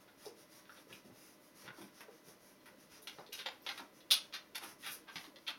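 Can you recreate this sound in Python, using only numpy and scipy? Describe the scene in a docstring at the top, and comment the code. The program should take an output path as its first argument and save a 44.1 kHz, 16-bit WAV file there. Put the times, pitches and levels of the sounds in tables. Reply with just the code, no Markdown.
"""Puppies suckling beside their mother on a rug in a small, quiet room; one microphone above them.
From the start, over still air and a faint hum, the mother pants softly, about three times a second.
Tongues click off the teats, gulps and nudges plop low, and near 0.9 s wet lips smack: films of milk
tearing in swelling bursts of tiny clicks. From 3.3 s the smacks crowd in, at first with thin squeaks;
the loudest falls at 4.1 s and softer ones follow to the end. The bare walls answer each sound."""
import sys
import numpy as np
from scipy import signal
from scipy.fft import rfft, irfft
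from scipy.io import wavfile
from scipy.ndimage import uniform_filter1d

SR = 44100
rng = np.random.default_rng(int(sys.argv[2]) if len(sys.argv) > 2 else 0)


def wav_record(signal):
    """Record a signal, one row per channel, as 16-bit PCM in the file named by sys.argv[1]."""
    frames = np.transpose(np.atleast_2d(signal))
    bounded = np.clip(frames, -1, 1)
    # unit amplitude maps onto the largest positive 16-bit level
    quanta = np.round(bounded * 32767).astype(np.int16)
    wavfile.write(sys.argv[1], SR, quanta)


N = 246078


def gain_of(db):
    """Decibels to amplitude."""
    return 10 ** (np.asarray(db) / 20)


def unit_rms(x):
    """Scales to rms 1."""
    return x / np.sqrt(np.mean(x ** 2) + 1e-20)


def read(points, hz):
    """Reads a table on a log-frequency axis."""
    f, value = np.transpose(points)
    return np.interp(np.log(hz + 1), np.log(f + 1), value)


def shelf(hz, edge_hz):
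    """Rises from 0 to 1 over the octave above the edge."""
    return np.clip(np.log2(hz / edge_hz), 0, 1)


def colour(x, curve_db, size=4096):
    """Minimum-phase filter whose gain is curve_db(Hz)."""
    hz = abs(np.fft.fftfreq(size, 1 / SR)) + 1
    log_gain = np.log(gain_of(np.maximum(curve_db(hz), -100)))
    response = np.exp(np.conj(signal.hilbert(log_gain)))
    return signal.fftconvolve(x, np.fft.ifft(response).real[:size // 2])


def add(mix, s, sound):
    """Mixes a sound in at s seconds."""
    part = mix[max(round(s * SR), 0):][:len(sound)]
    part += sound[:len(part)]


def room_tone(air_db=-65.5):
    """The still room: a steady low murmur of air, thin hiss and a faint electric hum."""
    # spectrum of the air: (frequency [Hz], relative density [dB])
    air_spectrum = [(15, -51), (25, -10.5), (64, -11), (309, 4.5), (363, -0.5), (607, -1), (775, -9.5),
                    (988, -5.5), (1790, -10.5), (1940, -11), (3160, -14), (5880, -16.5), (7710, -27),
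                    (10100, -18.5), (16000, -20.5)]
    # electric tones: (frequency [Hz], level [dB])
    hum_tones = [(200, -80.5), (318, -77.5), (601, -78), (1000, -82), (2000, -81.5)]
    hz, t = np.fft.rfftfreq(N, 1 / SR), np.arange(N) / SR
    air = irfft(rfft(rng.standard_normal(N)) * gain_of(read(air_spectrum, hz)), N)
    hum = sum(gain_of(db) * np.sqrt(2) * np.sin(2 * np.pi * (f * t + rng.random()))
              for f, db in hum_tones)
    return gain_of(air_db) * unit_rms(air) + hum


def echo_paths(build_s=0.0025, echoes_per_s=5000):
    """Rug to microphone: direct sound, early reflections, and a tail that dies band by band."""
    # first reflections off floor and walls: (delay [s], gain against the direct sound [ratio])
    walls = [(.0023, 0.51), (.0056, 0.34), (.0072, 0.39), (.0094, 0.35), (0.0114, .45), (0.0253, 0.57)]
    # decay of the tail: (frequency [Hz], time to fall 60 dB [s])
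    decay_times = [(150, 0.096), (500, 0.39), (1500, 0.29), (4000, 0.23), (8000, 0.23), (16000, 0.11)]
    # diffuse tail: (frequency [Hz], level against the direct sound [dB])
    tail_levels = [(150, -6), (500, -0.5), (1200, 2.5), (4000, -0.5), (16000, 2)]
    size = SR // 2
    echoes = rng.choice([-1., 1.], size) * (rng.random(size) < echoes_per_s / SR)
    hz, t, bands = signal.stft(echoes, SR, nperseg=256)
    decay = np.exp(-np.log(1000) * t / read(decay_times, hz)[:, None])
    tail = signal.istft(bands * decay, SR, nperseg=256)[1]
    tail *= 1 - np.exp(-np.arange(len(tail)) / SR / build_s)
    paths = colour(tail / np.linalg.norm(tail), lambda f: read(tail_levels, f))
    paths[0] += 1  # direct sound
    for delay, gain in walls:
        add(paths, delay * rng.uniform(.92, 1.08), np.array([gain]))
    return paths / np.linalg.norm(paths)


def room(x, hold_s=.23, tails=4):
    """The room's short echo; several random tails take turns so no single colouring sticks."""
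    turn = np.arange(N) // round(hold_s * SR) % tails
    crossfades = [uniform_filter1d(1. * (turn == k), size=512) for k in range(tails)]
    return sum(signal.fftconvolve(x * share, echo_paths())[:N] for share in crossfades)


def breath(length_s, db, hiss_db, lift_db=12, teeth_hz=5500, tongue_db=1.0, ticks_per_s=55, tick_gain=13):
    """One stroke of panting: an arch of turbulence and saliva ticks, shaped anew by the tongue."""
    # air over her tongue: (frequency [Hz], relative density [dB])
    muzzle = [(200, -1.5), (600, -9), (1200, -4.5), (2100, -2), (3000, -3.5), (4200, -3), (5300, 2),
              (6500, 2), (16000, -14)]
    flow = np.sin(np.linspace(0, np.pi, max(round(length_s * SR), 2))).clip(0) ** 0.75
    saliva = tick_gain * (rng.random(SR) < ticks_per_s / SR)
    air = (rng.standard_normal(SR) + saliva)[:len(flow)] * flow
    tongue = np.column_stack([np.linspace(0, SR / 2, 60), tongue_db * rng.standard_normal(60)])

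    def breath_db(hz):
        return db + lift_db + read(muzzle, hz) + hiss_db * shelf(hz, teeth_hz) + read(tongue, hz)
    return colour(air, breath_db)


def panting(turn_s=0.039, in_s=0.22, rest_s=0.028, in_hiss_db=1.5):
    """The mother breathes out, pauses, and draws air in over her teeth until the next cycle is near."""
    # cycles: (time [s], stroke out [s], relative level out [dB], relative level in [dB], teeth hiss [dB])
    pants = [(0, 0.028, -70, -86, 2), (.17, 0.14, -65.5, -69, 2), (.48, .15, -66.5, -70, 2),
             (.87, 0.13, -66.5, -71.5, 1), (1.115, 0.24, -67.5, -75, 4.5), (1.535, .145, -64.5, -68, 1.5),
             (1.92, .13, -66.5, -72.5, 0), (2.23, 0.11, -67, -72.5, 4.5), (2.58, .15, -80, -70.5, -0.5),
             (2.89, 0.11, -63, -69.5, -3), (3.32, 0.11, -61.5, -77, 3), (3.6, 0.26, -65.5, -80, -0.5),
             (3.921, 0.092, -71, -94, 2.5), (4.199, 0.078, -69.5, -85, 0), (4.59, .15, -62, -60.5, 3),
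             (5.09, .2, -64.5, -79, 1.5)]
    out = np.zeros(N)
    ends = [row[0] for row in pants[1:]] + [N / SR]
    for (s, out_s, out_db, in_db, hiss_db), end in zip(pants, ends):
        in_start = s + out_s + turn_s
        in_length = min(in_s, end - rest_s - in_start)
        add(out, s, breath(out_s, out_db, hiss_db))
        add(out, in_start, breath(in_length, in_db, hiss_db + in_hiss_db))
    return out


def nudges(edge_hz=340, low_hz=130):
    """Paws and bodies bump the rug, which muffles each short scuff down to its lows."""
    # bumps: (time [s], strength [dB], fade [s])
    bumps = [(.895, -8, 0.027), (1.045, -11, 0.015), (1.098, -8.5, 0.0067), (1.645, -8.5, 0.016),
             (1.679, -5, 0.0053), (1.812, -11, 0.011), (2.273, -7.5, 0.019), (3.186, -12, .004),
             (5.158, -7, 0.0042)]

    def rug_loss_db(hz):
        return 10 * np.log10((1 + (hz / edge_hz) ** 4) * (1 + (low_hz / hz) ** 2))
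    out = np.zeros(N)
    t = np.arange(SR // 6) / SR
    for s, db, fade_s in bumps:
        scuff = rng.standard_normal(len(t)) * np.exp(-(t / fade_s) ** 2 / 2)
        add(out, s, colour(scuff / np.linalg.norm(scuff), lambda hz: db - rug_loss_db(hz)))
    return out


def plop(db, hz, t60, onset_s=0.0022, sag=0.025):
    """A soft pocket of throat or belly rings for a few cycles and sinks in pitch."""
    t = np.arange(SR // 5) / SR
    pitch = hz * (1 + sag * (2 * np.exp(-2 * t / t60) - 1))
    envelope = (1 - np.exp(-t / onset_s)) * np.exp(-np.log(1000) * t / t60)
    return gain_of(db) * envelope * np.sin(2 * np.pi * np.cumsum(pitch) / SR)


def faint_swallows(db=-63, range_db=7, count=40):
    """The litter keeps up faint swallows at random moments."""
    out = np.zeros(N)
    for when, size, pitch in rng.random((count, 3)):
        add(out, when * N / SR, plop(db + range_db * size, hz=200 + 450 * pitch, t60=0.085))
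    return out


def gulps(ring_cycles=14):
    """The louder swallows: a deeper gulp rings longer."""
    # gulps: (time [s], relative level [dB], pitch [Hz])
    plops = [(.263, -37, 424), (.87, -50, 436), (1.045, -52, 212), (1.103, -59, 99), (1.784, -44.5, 280),
             (1.805, -44, 297), (1.834, -48.5, 215), (2.022, -45.5, 580), (2.083, -42.5, 457),
             (3.29, -49, 463), (3.806, -45.5, 293), (4.635, -48.5, 309), (5.157, -47, 187),
             (5.275, -49.5, 310)]
    out = np.zeros(N)
    for s, db, hz in plops:
        add(out, s, plop(db, hz, t60=ring_cycles / hz))
    return out


def lip_squeaks(length_s=0.012, sag=0.037, waver=0.021):
    """Air squeezes through a wet gap: a thin, unsteady whistle that sinks as the suction eases."""
    # squeaks: (time [s], relative level [dB], starting pitch [Hz])
    squeaks = [(3.326, -53, 10500), (3.457, -39.5, 7260), (3.617, -55, 14000)]
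    out = np.zeros(N)
    n = round(length_s * SR)
    for s, db, hz in squeaks:
        wobble = unit_rms(uniform_filter1d(rng.standard_normal(n), 24))
        pitch = np.linspace(hz, hz * (1 - sag), n) * (1 + waver * wobble)
        add(out, s, gain_of(db) * np.hanning(n) * np.sin(2 * np.pi * np.cumsum(pitch) / SR))
    return out


def milk_tear(db, fade_s, mouth_hz, q, spray_db, swell_s=.001, clicks_per_s=1700, spread_db=4,
              fizz=0.076, spray_hz=4500, top_hz=12800, top_db=-32, fine_hz=7000, fine_lag_s=0.0019):
    """A film of milk tears in a burst of tiny clicks, which ring the mouth cavity."""
    n = SR // 4
    t = np.arange(n) / SR
    pull = np.interp(t, [0, swell_s], [0.29, 1])
    pull *= np.exp(-(np.maximum(t - swell_s, 0) / fade_s) ** 2 / 2)
    snaps = rng.random(n) < clicks_per_s / SR
    clicks = snaps * gain_of(spread_db * np.clip(rng.standard_normal(n), -2, 2))
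    clicks[[0, round(swell_s * SR)]] = 3.5  # the lips part, then the seal lets go
    tear = pull * (clicks * rng.choice([-1, 1], n) + fizz * rng.standard_normal(n))
    tear /= np.linalg.norm(tear)
    coarse = signal.sosfiltfilt(signal.butter(2, fine_hz, fs=SR, output="sos"), tear, padtype=None)
    # the finest threads snap only once the pull is strong, so the top comes late
    fine = (tear - coarse) * np.sqrt(2) * pull * (1 - np.exp(-t / fine_lag_s))
    bass_edge_hz = 0.1 * min(mouth_hz, spray_hz / 2)  # a small mouth radiates little bass

    def mouth_db(hz):
        detuning = q * (hz / mouth_hz - mouth_hz / hz)
        cavity_db = -5.2 * np.log10(1 + detuning ** 4)  # soft walls: a blunt peak
        opening_db = -10 * np.log10(1 + (bass_edge_hz / hz) ** 2)
        return db + cavity_db + opening_db + spray_db * shelf(hz, spray_hz) + top_db * shelf(hz, top_hz)
    return colour(coarse + fine, mouth_db)


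def faint_clicks(db=-33, range_db=7, low_hz=1000, high_hz=3400, count=14):
    """Small tongue clicks from all over the litter."""
    out = np.zeros(N)
    for when, size, pitch in rng.random((count, 3)):
        mouth_hz = low_hz * (high_hz / low_hz) ** pitch
        click = milk_tear(db + range_db * size, fade_s=0.0022, mouth_hz=mouth_hz, q=0.82, spray_db=-8)
        add(out, when * N / SR, click)
    return out


def tongue_clicks():
    """Tongues snap off the teat: a wet tear with almost no build-up."""
    # clicks: (time [s], strength [dB], fade [s], mouth resonance [Hz], sharpness [Q], treble spray [dB])
    clicks = [(.077, -18, 0.0086, 1320, 0.87, -12), (.253, -8.5, 0.0014, 816, 3.4, 22),
              (.257, -12, .0015, 5160, 4, 8), (.694, -11, .001, 1290, 2.2, -10),
              (1.678, -4, .006, 1545, 2.5, -10), (1.815, -15, 0.0072, 1300, .9, 13),
              (2.006, -12, 0.0055, 1300, 0.79, 7), (2.083, -12.5, 0.0049, 900, 4.9, -10),
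              (2.657, -14, 0.022, 1630, 1.25, 8), (3.019, -19, 0.014, 11960, 0.96, 0.5),
              (3.072, -4, 0.0055, 3600, 1.05, -3), (3.185, -5, 0.0024, 640, 1.3, -13),
              (3.2, -7, .003, 546, 3.9, -10), (3.264, -18.5, .0015, 3930, 2.2, -2),
              (3.459, -3.5, .006, 580, 1.3, 5), (3.664, .5, .006, 2420, 1, -7),
              (3.794, -6, 0.0063, 930, 1.34, 1), (4.005, -23, 0.0034, 3220, 1.4, -10),
              (5.157, -1, .0045, 2860, 0.89, -10), (5.242, -15.5, .002, 2780, 0.32, -27),
              (5.359, -16.5, .0035, 2850, 0.74, -9)]
    out = np.zeros(N)
    for s, db, fade_s, mouth_hz, q, spray_db in clicks:
        add(out, s, milk_tear(db, fade_s, mouth_hz, q, spray_db))
    return out


def lip_smacks(least_fade_s=0.0022, fade_per_swell=0.44):
    """Suction builds, then the seal gives way: the longer the pull, the longer the release."""
    # smacks: (time [s], strength [dB], swell [s], mouth resonance [Hz], sharpness [Q], treble spray [dB])
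    smacks = [(.755, -20.5, 0.018, 1600, 0.54, -7), (.897, -15.5, .008, 1480, 2.5, -4),
              (.923, -5.5, .005, 2700, 5.6, 6), (1.645, -16.5, 0.016, 1550, .8, -2),
              (1.765, -12.5, 0.019, 960, 1.7, -11), (3.323, 0.5, 0.0062, 2770, 5.7, 4),
              (3.325, -5, .005, 4800, 1.9, 2.5), (3.377, -4, .016, 3370, 0.95, -22),
              (3.458, -1.5, 0.0035, 2940, 0.8, -12), (3.675, -0.5, .016, 2240, 0.62, -12),
              (3.774, -9.5, .004, 2000, 0.47, -4), (4.105, 13.5, .005, 3800, 2.6, 4),
              (4.113, 15.8, .0045, 3850, 2.4, 6), (4.326, -1, 0.016, 3630, 0.64, -13.5),
              (4.548, -2, .008, 3760, 0.6, -4.5), (4.615, -5.5, .021, 1310, 0.78, 6),
              (4.828, 2, .038, 2380, 1.63, 3), (4.87, -8, 0.052, 11000, 0.94, 0),
              (5.072, -9, 0.016, 1600, 1.1, -9), (5.467, 4, .013, 2960, 2.14, -5),
              (5.484, -6, .005, 1350, 1.5, 3)]
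    out = np.zeros(N)
    for s, db, swell_s, mouth_hz, q, spray_db in smacks:
        fade_s = least_fade_s + fade_per_swell * swell_s
        add(out, s, milk_tear(db, fade_s, mouth_hz, q, spray_db, swell_s))
    return out


def suckling():
    """Lips and tongues at the teats, all coloured by the same narrow resonances."""
    # resonances: (frequency [Hz], width [Hz], lift [dB])
    rings = [(2000, 17, -7), (2360, 24, 0.5), (3270, 100, 4), (3376, 58, 6.5), (3600, 74, 7.5),
             (3810, 120, 5.5), (4160, 53, 7), (4370, 55, 3)]

    def rings_db(hz):
        return sum(db / (1 + (2 * (hz - f) / width) ** 2) for f, width, db in rings)
    return colour(lip_smacks() + tongue_clicks() + faint_clicks(), rings_db)[:N]


def scene(suckling_db=-2.0, gulps_db=4.0):
    """The dogs on their rug, picked up through the room by the microphone above."""
    # dull dip and roll-off of the microphone: (frequency [Hz], gain [dB])
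    microphone = [(60, -13.5), (130, 4.5), (6000, -4), (7400, -16.5), (8200, -17.5), (9400, -1.5),
                  (11500, -1), (14500, -2), (16500, -2)]
    mouths = gain_of(suckling_db) * suckling() + lip_squeaks()
    bodies = gain_of(gulps_db) * gulps() + nudges() + faint_swallows()
    dogs = room(mouths + bodies + panting())
    heard = colour(dogs, lambda hz: read(microphone, hz))[:N]
    return (heard + room_tone())[None]


def record(dry):
    """The recorder's band limit."""
    edge_hz = 16550
    lowpass = signal.firwin(511, edge_hz, window=("kaiser", 9), fs=SR)
    return signal.oaconvolve(dry, lowpass[None], "same")


dry = scene()
out = record(dry)
wav_record(out)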